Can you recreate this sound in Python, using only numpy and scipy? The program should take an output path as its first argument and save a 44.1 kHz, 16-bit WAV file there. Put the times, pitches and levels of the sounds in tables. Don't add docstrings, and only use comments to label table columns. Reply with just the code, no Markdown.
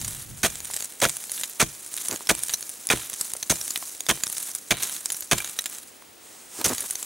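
import sys
import numpy as np
from scipy import signal
from scipy.fft import rfft, irfft
from scipy.io import wavfile
from scipy.ndimage import uniform_filter1d

SR = 44100
rng = np.random.default_rng(int(sys.argv[2]) if len(sys.argv) > 2 else 0)


def unload_wav(signal):
    wavfile.write(
        sys.argv[1],
        SR,
        np.round(np.clip(np.atleast_2d(signal).T, -1, 1) * 32767).astype(np.int16),
    )


N = 311116
TIME = np.arange(N) / SR


def amp(db):
    return 10 ** (np.asarray(db) / 20)


def evened(x):
    return x / np.sqrt(np.mean(x ** 2) + 1e-20)


def read(points, hz):
    frequency, value = np.transpose(points)
    return np.interp(np.log(hz + 1), np.log(frequency), value)


def level(curve):
    return amp(np.interp(TIME, *np.transpose(curve)))


def add(mix, s, sound):
    part = mix[max(round(s * SR), 0):][:len(sound)]
    part += sound[:len(part)]


def colour(x, points, size=2048):
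    log_gain = np.log(amp(read(points, abs(np.fft.fftfreq(size, 1 / SR)))))
    response = np.exp(np.conj(signal.hilbert(log_gain)))
    taps = np.fft.ifft(response).real
    return signal.fftconvolve(x, taps[:size // 2])[:len(x)]


def spread_over(x, seconds):
    return x / np.sqrt(np.sum(x ** 2) / (seconds * SR) + 1e-20)


def clicks(count, per_s, spread_db, cap=3.07):
    sizes = amp(spread_db * np.minimum(rng.exponential(1, count), cap))
    signs = rng.choice([-1., 1.], count)
    return sizes * signs * (rng.random(count) < per_s / SR)


def ring(hz, t60, t):
    return np.sin(2 * np.pi * hz * t) * np.exp(-np.log(1000) * t / t60)


JERK_DB = 3.5


def fracture(t, travel, per_s, spread_db, rise, release, bite_db, fade_db):
    moving = (1 - np.exp(-t / rise)) * np.exp(-np.maximum(t - travel, 0) / release)
    slowing = amp(fade_db * np.minimum(t / travel, 1))
    jerks = evened(uniform_filter1d(rng.standard_normal(len(t)), size=110))
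    bite = 1 + amp(bite_db) * np.exp(-t / .004)
    return clicks(len(t), per_s, spread_db) * moving * slowing * amp(JERK_DB * jerks) * bite


# (time [s], blade travel [s], crushing [dB], cracking [dB], splintering [dB],
# thump delay [s], thump [dB], shaft ring [dB], sprayed crumbs [dB], sprayed lumps [dB])
CHISEL_BLOWS = [(0.4319, 0.033, -28, -22.5, -20.5, .008, -17, -51, -37, -36.5),
                (1.0154, 0.043, -23.5, -21.5, -22, .046, -22, -52, -32.5, -34),
                (1.597, .034, -26.5, -21, -18.5, .0318, -15.5, -52, -37, -38),
                (2.2905, .024, -25.5, -18.5, -18, .0235, -17.5, -51, -35, -35),
                (2.9, 0.031, -25.5, -19, -22, .0365, -16, -55, -33, -30),
                (3.496, 0.025, -30, -28.5, -17.5, .009, -16.5, -54, -34.5, -38),
                (4.0867, 0.026, -27, -20, -19.5, .026, -22, -48, -35.5, -37.5),
                (4.7073, 0.015, -26.5, -18, -18.5, .01, -18.5, -53, -49, -29.5),
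                (5.3123, 0.02, -24.5, -19, -18, .018, -14.5, -48, -34.5, -32),
                (6.643, 0.024, -37, -29, -18, .026, -23.5, -62, -32, -38)]
# (frequency [Hz], relative density [dB per Hz])
CRUSH_SPECTRUM = [(40, -34), (120, -5), (280, -4.5), (700, 0), (830, -7.5), (1050, -3.5), (1400, -27),
                  (3000, -84)]
CRACK_SPECTRUM = [(600, -21), (1250, -2), (1550, 1.5), (2050, -2), (2400, 3), (2800, -7), (3300, 0.5),
                  (4300, -8.5), (7000, -22)]
SPLINTER_SPECTRUM = [(2500, -14), (4600, -10.5), (5600, -7), (6400, -1), (7200, -7.5), (9300, -5),
                     (11500, -12.5), (15500, -17.5)]
# (frequency [Hz], relative level [dB], t60 [s])
SHEET_MODES = [(49.4, -22, .2), (75, -22, 0.31), (128.7, -18.5, 0.28), (176, -45, 0.24), (207, -49, 0.17),
               (339.6, -12.5, 0.14)]
# (frequency [Hz], relative level [dB], t60 [s])
SHAFT_MODES = [(1020, -12, .12), (1680, -17, 0.11), (2345, 15, 0.8), (2390, 17, 0.49), (2490, 8, 0.4),
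               (3100, 14, 0.34), (3451, -8, .25), (6600, 2, .12)]
# (frequency [Hz], relative density [dB per Hz])
SHUDDER_SPECTRUM = [(30, -46), (80, -9), (130, 10.5), (200, -2), (320, -9), (600, -14.5), (1500, -32)]


def chisel(shaft_spread_db=3, push_s=0.0021, rebound=0.36, sheet_spread=0.06, modes_db=-3,
           shudder_db=-17, shudder_t60=0.22):
    out, t = np.zeros(N), np.arange(SR // 2) / SR
    u = t / push_s
    shove = np.sin(np.pi * u) * ((u < 1) + rebound * ((u >= 1) & (u < 2)))
    for s, travel, crush_db, crack_db, splinter_db, delay, thump_db, shaft_db, *_ in CHISEL_BLOWS:
        crush_breaks = fracture(t, travel, 2500, 6.6, rise=0.0037, release=0.0074, bite_db=-14, fade_db=-2)
        crack_breaks = fracture(t, travel, 2200, 2.0, rise=0.0016, release=0.0043, bite_db=-9, fade_db=-4.0)
        splinter_breaks = fracture(t, travel, 4500, 2.8, rise=0.00008, release=0.0053, bite_db=-8, fade_db=0)
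        crush = colour(crush_breaks, CRUSH_SPECTRUM)
        crack = colour(crack_breaks, CRACK_SPECTRUM)
        splinter = colour(splinter_breaks, SPLINTER_SPECTRUM)
        for db, layer in (crush_db, crush), (crack_db, crack), (splinter_db, splinter):
            add(out, s, amp(db) * spread_over(layer, travel))
        shaft = sum(amp(db + shaft_spread_db * rng.standard_normal()) * ring(hz, t60 * rng.uniform(0.35, 1.5), t)
                    for hz, db, t60 in SHAFT_MODES)
        shaft_ring = signal.fftconvolve(evened(crack) + evened(splinter), shaft)
        add(out, s, amp(shaft_db) * spread_over(shaft_ring, 1 / 10))
        sheet = sum(amp(db) * ring(hz * (1 + sheet_spread * rng.uniform(-1.28, 1)), t60, t)
                    for hz, db, t60 in SHEET_MODES)
        shudder_noise = evened(colour(rng.standard_normal(len(t)), SHUDDER_SPECTRUM))
        shudder = shudder_noise * amp(shudder_db - 60 * t / shudder_t60)
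        add(out, s + delay, amp(thump_db) * (shove + amp(modes_db) * sheet + shudder))
    return out


SPRAY_RISE_S, CRUMBS_FADE_DB_PER_S, LUMPS_FADE_DB_PER_S = 0.0062, 27, 57.5
SHOWER_TAIL = 0.76
SHOWER_SHAPE = 2.08
TRICKLE_CRUMBS_DB, TRICKLE_LUMPS_DB = -45, -52
PAUSE_S, PAUSE_FADE_S = 5.8, 0.033
# (thickest at [s], build-up [s], crumbs [dB], lumps [dB])
DEBRIS_SHOWERS = [(.12, 0.15, -34.5, -39), (.78, 0.16, -35.5, -42), (1.41, 0.1, -33.5, -41.5),
                  (2.098, 0.16, -32, -37.5), (2.5, 0.19, -37.5, -46), (2.72, 0.14, -42, -51),
                  (3.25, 0.089, -32, -40.5), (3.78, 0.26, -35.5, -45), (4.43, 0.16, -33.5, -40.5),
                  (4.86, 0.069, -30, -33.5), (4.944, .04, -32.5, -41), (5.11, 0.36, -39.5, -56),
                  (5.755, 0.066, -38.5, -43.5), (6.81, 0.076, -34, -36), (6.98, 0.28, -36.5, -42.5)]


def debris_flow():
    trickle = amp([[TRICKLE_CRUMBS_DB], [TRICKLE_LUMPS_DB]])
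    power = trickle ** 2 * np.exp(-np.maximum(TIME - PAUSE_S, 0) / PAUSE_FADE_S)
    fade = np.array([[CRUMBS_FADE_DB_PER_S], [LUMPS_FADE_DB_PER_S]])
    for s, *_, crumbs_db, lumps_db in CHISEL_BLOWS:
        age = np.maximum(TIME - s, 0)
        spray = amp([[crumbs_db], [lumps_db]] - fade * age) * np.minimum(age / SPRAY_RISE_S, 1)
        power += spray ** 2
    for s, build_up, crumbs_db, lumps_db in DEBRIS_SHOWERS:
        away = np.maximum(s - TIME, (TIME - s) / SHOWER_TAIL) / build_up
        shower = amp([[crumbs_db], [lumps_db]]) * np.exp(-away ** SHOWER_SHAPE)
        power += shower ** 2
    return np.sqrt(power)


# (frequency [Hz], relative density [dB per Hz])
FINE_SPECTRUM = [(1500, -36.5), (3600, -10), (5000, -9.5), (6500, -2), (8000, -1.5), (9700, 1.5),
                 (11500, -3.5), (15500, -9)]
COARSE_SPECTRUM = [(40, -26), (150, -2.5), (320, 0.5), (520, -3.5), (900, 0.5), (1600, 3), (2400, 2.5),
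                   (3000, 4.5), (3900, 7.5), (5200, -11), (9000, -15.5)]


def debris(flow, grain_t60=0.0026, tick_db=-4, fine_db=-1.0, coarse_db=-5, count=28):
    grains_per_s, lumps_per_s, size_spread_db, clump_db = 4500, 1500, 3.9, 2.3
    t = np.arange(SR // 50) / SR
    clumps = amp(clump_db * evened(uniform_filter1d(rng.standard_normal(N), size=520)))
    crumbs = np.zeros(N)
    for hz in np.geomspace(4200, 15000, count):
        landings = clumps * clicks(N, grains_per_s / count, size_spread_db)
        crumbs += signal.oaconvolve(landings, ring(hz, grain_t60, t))[:N]
    lumps = clumps * clicks(N, lumps_per_s, size_spread_db)
    fine = evened(colour(evened(crumbs) + amp(tick_db) * evened(lumps), FINE_SPECTRUM))
    coarse = evened(colour(lumps, COARSE_SPECTRUM))
    return amp(fine_db) * fine * flow[0] + amp(coarse_db) * coarse * flow[1]


# (frequency [Hz], relative density [dB per Hz])
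KNOCK_SPECTRUM = [(80, -29), (350, -0.5), (900, 2), (1600, 14.5), (2500, 11.5), (4000, 19.5), (5500, -1.5),
                  (10000, 3)]


def ice_contact(clink_db, hz, knock_db, rattle, ring_cycles, overtone_db=-10, undertone_db=-12, rebound=0.57,
                scuff_db=-30, count=3):
    t = np.arange(SR // 25) / SR
    span_s, tick_db = .008, -2
    contacts = amp(scuff_db) * rng.standard_normal(len(t)) * np.exp(-t / (rattle + 0.0033))
    contacts[0] += 1
    later = np.clip(rng.uniform(0.23, 1.1, count) * rattle * SR, 1, len(t) - 1).astype(int)
    contacts[later] += rebound * rng.uniform(0.66, 1.0, count) * rng.choice([-1, 1], count)
    above = min(hz * rng.uniform(1.15, 1.45), SR / 2)
    below = hz * rng.uniform(0.668, 0.71)
    modes = sum(amp(db) * ring(f, ring_cycles / f, t)
                for f, db in [(hz, 0), (above, overtone_db), (below, undertone_db)])
    glassy = evened(signal.fftconvolve(contacts, modes)[:len(t)])
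    clink = glassy + amp(tick_db) * evened(colour(contacts, FINE_SPECTRUM))
    knock = colour(contacts, KNOCK_SPECTRUM)
    return amp(clink_db) * spread_over(clink, span_s) + amp(knock_db) * spread_over(knock, span_s)


# (time [s], clink [dB], pitch [Hz], knock [dB], rattle time [s])
SHARP_CLINKS = [(0.047, -28, 6830, -49, 0.0039), (.6475, -34, 9300, -44, 0.0022),
                (0.8448, -29.5, 9100, -61, .0033), (1.002, -30, 8000, -48, 0.002),
                (1.3178, -25, 10900, -46, 0.0038), (1.378, -37, 11600, -36, 0.0062),
                (1.435, -27, 7060, -28, 0.0061), (1.9407, -29.5, 8500, -60, .001),
                (1.9764, -32, 9200, -33, 0.008), (2.0847, -22, 9860, -48, 0.0027),
                (2.2715, -31, 5430, -37, 0.0026), (2.435, -21.5, 9840, -52, .0017),
                (2.4951, -29, 6960, -31, 0.0066), (2.5373, -17.5, 5940, -64, 0.0062),
                (2.6936, -29.5, 9900, -50, 0.0068), (2.8706, -24, 10800, -51, .0007),
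                (2.8895, -29, 5400, -56, .0016), (3.2112, -20.5, 8100, -60, 0.0028),
                (3.336, -25, 9800, -55, 0.001), (3.3666, -31, 9300, -53, 0.0047),
                (3.428, -24.5, 6300, -48, 0.0046), (3.6128, -27.5, 5630, -56, .0015),
                (3.7062, -24, 7200, -59, 0.0038), (3.759, -28.5, 3670, -25.5, 0.0031),
                (4.006, -27, 6870, -38, .0015), (4.0657, -32, 5230, -43, 0.001),
                (4.2358, -19.5, 7100, -32, .0022), (4.2684, -28.5, 5670, -60, .0018),
                (4.3266, -29.5, 12800, -45, 0.0031), (4.5505, -24, 10700, -59, 0.0024),
                (4.8331, -24.5, 6470, -46, 0.0049), (5.0579, -22, 8200, -59, 0.003),
                (5.1025, -27, 7460, -33, 0.0029), (5.121, -22.5, 10200, -55, .008),
                (5.2073, -29.5, 12100, -56, 0.0017), (5.3831, -25.5, 7600, -33, 0.0033),
                (5.403, -27.5, 2380, -43, 0.0034), (5.4454, -30.5, 6750, -36, .0017),
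                (5.5894, -23, 5880, -26, .0032), (5.6585, -26, 7500, -31, 0.0073),
                (6.693, -27, 6900, -41, .004), (6.8062, -25, 10000, -45, 0.0042),
                (6.9087, -23, 9750, -44, 0.0022)]


def sharp_clinks(ring_cycles=50):
    out = np.zeros(N)
    for s, *contact in SHARP_CLINKS:
        add(out, s, ice_contact(*contact, ring_cycles))
    return out


def small_chips(flow, clink_db=4.0, knock_db=-4, typical_hz=9000, spread_octaves=0.29, count=190):
    spread_db, rattle_s, ring_cycles, thickest_db = 2.5, .0012, 36, -32
    out, flow_db = np.zeros(N), 20 * np.log10(flow + 1e-9)
    for at in rng.integers(0, N, count):
        lands = rng.random() < amp(flow_db[0, at] - thickest_db)
        crumbs_db, lumps_db = flow_db[:, at] + spread_db * rng.standard_normal(2)
        hz = typical_hz * 2 ** (spread_octaves * rng.standard_normal())
        rattle = rattle_s * rng.uniform(0.41, 3.2)
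        tick = ice_contact(crumbs_db + clink_db, hz, lumps_db + knock_db, rattle, ring_cycles)
        add(out, at / SR, lands * tick)
    return out


# (time [s], level [dB])
SNOW_CLODS = [(0.701, -40), (2.207, -39), (3.121, -45), (3.352, -40.5), (3.826, -35.5), (4.174, -40.5),
              (6.022, -46.5), (6.614, -28), (6.838, -45)]
# (frequency [Hz], relative density [dB per Hz])
PAT_SPECTRUM = [(100, -17.5), (400, 0), (950, 3), (1800, -7), (6000, -15.5)]


def clods(crumble_s=0.0019):
    out, t = np.zeros(N), np.arange(SR // 20) / SR
    for s, db in SNOW_CLODS:
        puff = colour(rng.standard_normal(len(t)) * np.exp(-t / crumble_s), PAT_SPECTRUM)
        add(out, s, amp(db) * spread_over(puff, 0.0087))
    return out


# (time [s], length [s], level [dB])
BOOT_STEPS = [(2.087, 0.077, -36.5), (6.572, 0.074, -40.5), (6.649, 0.037, -31.5), (6.685, 0.056, -30),
              (6.811, 0.054, -46.5)]
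# (frequency [Hz], relative density [dB per Hz])
BOOT_SPECTRUM = [(30, -45), (80, -7), (160, -3), (320, 5), (600, -2.5), (1300, -5.5), (3500, -18.5)]
# (time [s], level [dB])
CLOTH_RUSTLE = [(6.18, -59), (6.25, -48), (6.42, -47.5), (6.49, -49.5), (6.54, -40.5), (6.6, -35),
                (6.66, -48)]
# (frequency [Hz], relative density [dB per Hz])
CLOTH_SPECTRUM = [(150, -12), (700, -1), (1600, -6), (4600, -4), (6200, 1), (8500, 4.5), (11000, -3),
                  (15500, -9)]


def worker():
    out = evened(colour(rng.standard_normal(N), CLOTH_SPECTRUM)) * level(CLOTH_RUSTLE)
    t = np.arange(SR // 5) / SR
    for s, length, db in BOOT_STEPS:
        press = np.sin(np.pi * np.minimum(t / length, 1))
        crunch = colour(clicks(len(t), 1400, 6.5) * press, BOOT_SPECTRUM)
        add(out, s, amp(db) * spread_over(crunch, length))
    return out


# (frequency [Hz], gain [dB])
WALL_SCATTER = [(80, -29.5), (500, -25), (2500, -34), (7000, -22.5), (14000, -31)]
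# (frequency [Hz], level difference [dB])
LEFT_RIGHT_BALANCE = [(60, -.4), (250, -.9), (700, -2), (1400, -1.6), (2800, -3), (5000, -1.3), (9000, -.7),
                      (14000, -.1)]


def snow_pit(x, side_db=0, t60=0.24, tail_db=-20, tail_t60=0.051):
    t, hz = np.arange(SR // 6) / SR, np.fft.rfftfreq(N, 1 / SR)
    sideways = clicks(len(t), 3600, 0.89) * (t > .0005) * amp(-60 * t / t60)
    ahead = clicks(len(t), 3000, 0.53) * (t > .004) * amp(-60 * t / tail_t60)
    middle = x + amp(tail_db) * signal.oaconvolve(x, ahead / np.linalg.norm(ahead))[:N]
    from_sides = signal.oaconvolve(x, sideways / np.linalg.norm(sideways))[:N]
    side = amp(side_db) * colour(from_sides, WALL_SCATTER)
    lean = amp(read(LEFT_RIGHT_BALANCE, hz) / 2)
    leaning = irfft(rfft(middle) * np.array([lean, 1 / lean]), N)
    return leaning + np.array([side, -side])


def scattered(x, width=0.019):
    place = width * evened(uniform_filter1d(rng.standard_normal(N), size=1500))
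    return snow_pit(x) + np.array([place * x, -place * x])


AIR_DB = -52.5
# (frequency [Hz], relative density [dB per Hz])
AIR_SPECTRUM = [(20, -0.5), (130, -4.5), (300, 4.5), (650, 0), (1100, -3.5), (2200, -2.5), (4500, -6),
                (6500, -9), (9000, -25), (12000, -19), (15500, -8.5)]
AIR_WIDE_SPECTRUM = [(20, -9), (130, -2), (330, 7.5), (1000, 7.5), (2200, -2.5), (5000, -6.5), (14000, -21)]
WIND_SPECTRUM = [(20, 6.5), (60, -1.5), (115, 3), (220, -7.5), (400, -21), (1000, -55)]
# (time [s], level [dB])
WIND_GUST = [(0, -36), (.13, -40.5), (.24, -49), (.32, -39), (.42, -48), (.55, -47.5), (.7, -54.5),
             (.95, -85)]


def outdoors(wide_db=-57, gust_wide_db=-8):
    spectra = AIR_SPECTRUM, AIR_WIDE_SPECTRUM, WIND_SPECTRUM, WIND_SPECTRUM
    air, wide, gust, buffet = (evened(colour(rng.standard_normal(N), points)) for points in spectra)
    middle = amp(AIR_DB) * air + gust * level(WIND_GUST)
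    side = amp(wide_db) * wide + amp(gust_wide_db) * buffet * level(WIND_GUST)
    return np.array([middle + side, middle - side])


def scene(blows_side_db=8.0):
    flow = debris_flow()
    blows = snow_pit(chisel(), side_db=blows_side_db)
    clinks_and_debris = scattered(sharp_clinks() + small_chips(flow) + debris(flow))
    return blows + clinks_and_debris + snow_pit(clods() + worker()) + outdoors()


EDGE_HZ, WHINE_HZ = 15900, 15625


def record(dry, whine_db=-58, low_cut_hz=45):
    ceiling = .9
    low_cut = signal.butter(3, low_cut_hz, "high", fs=SR, output="sos")
    thinned = signal.sosfilt(low_cut, dry)
    whine = amp(whine_db) * np.sin(2 * np.pi * TIME * WHINE_HZ)
    rounded = ceiling * np.tanh((thinned + whine) / ceiling)
    high_cut = signal.firwin(511, EDGE_HZ, window=("kaiser", 8), fs=SR)
    return signal.oaconvolve(rounded, high_cut[None], "same")


dry = scene()
out = record(dry)
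unload_wav(out)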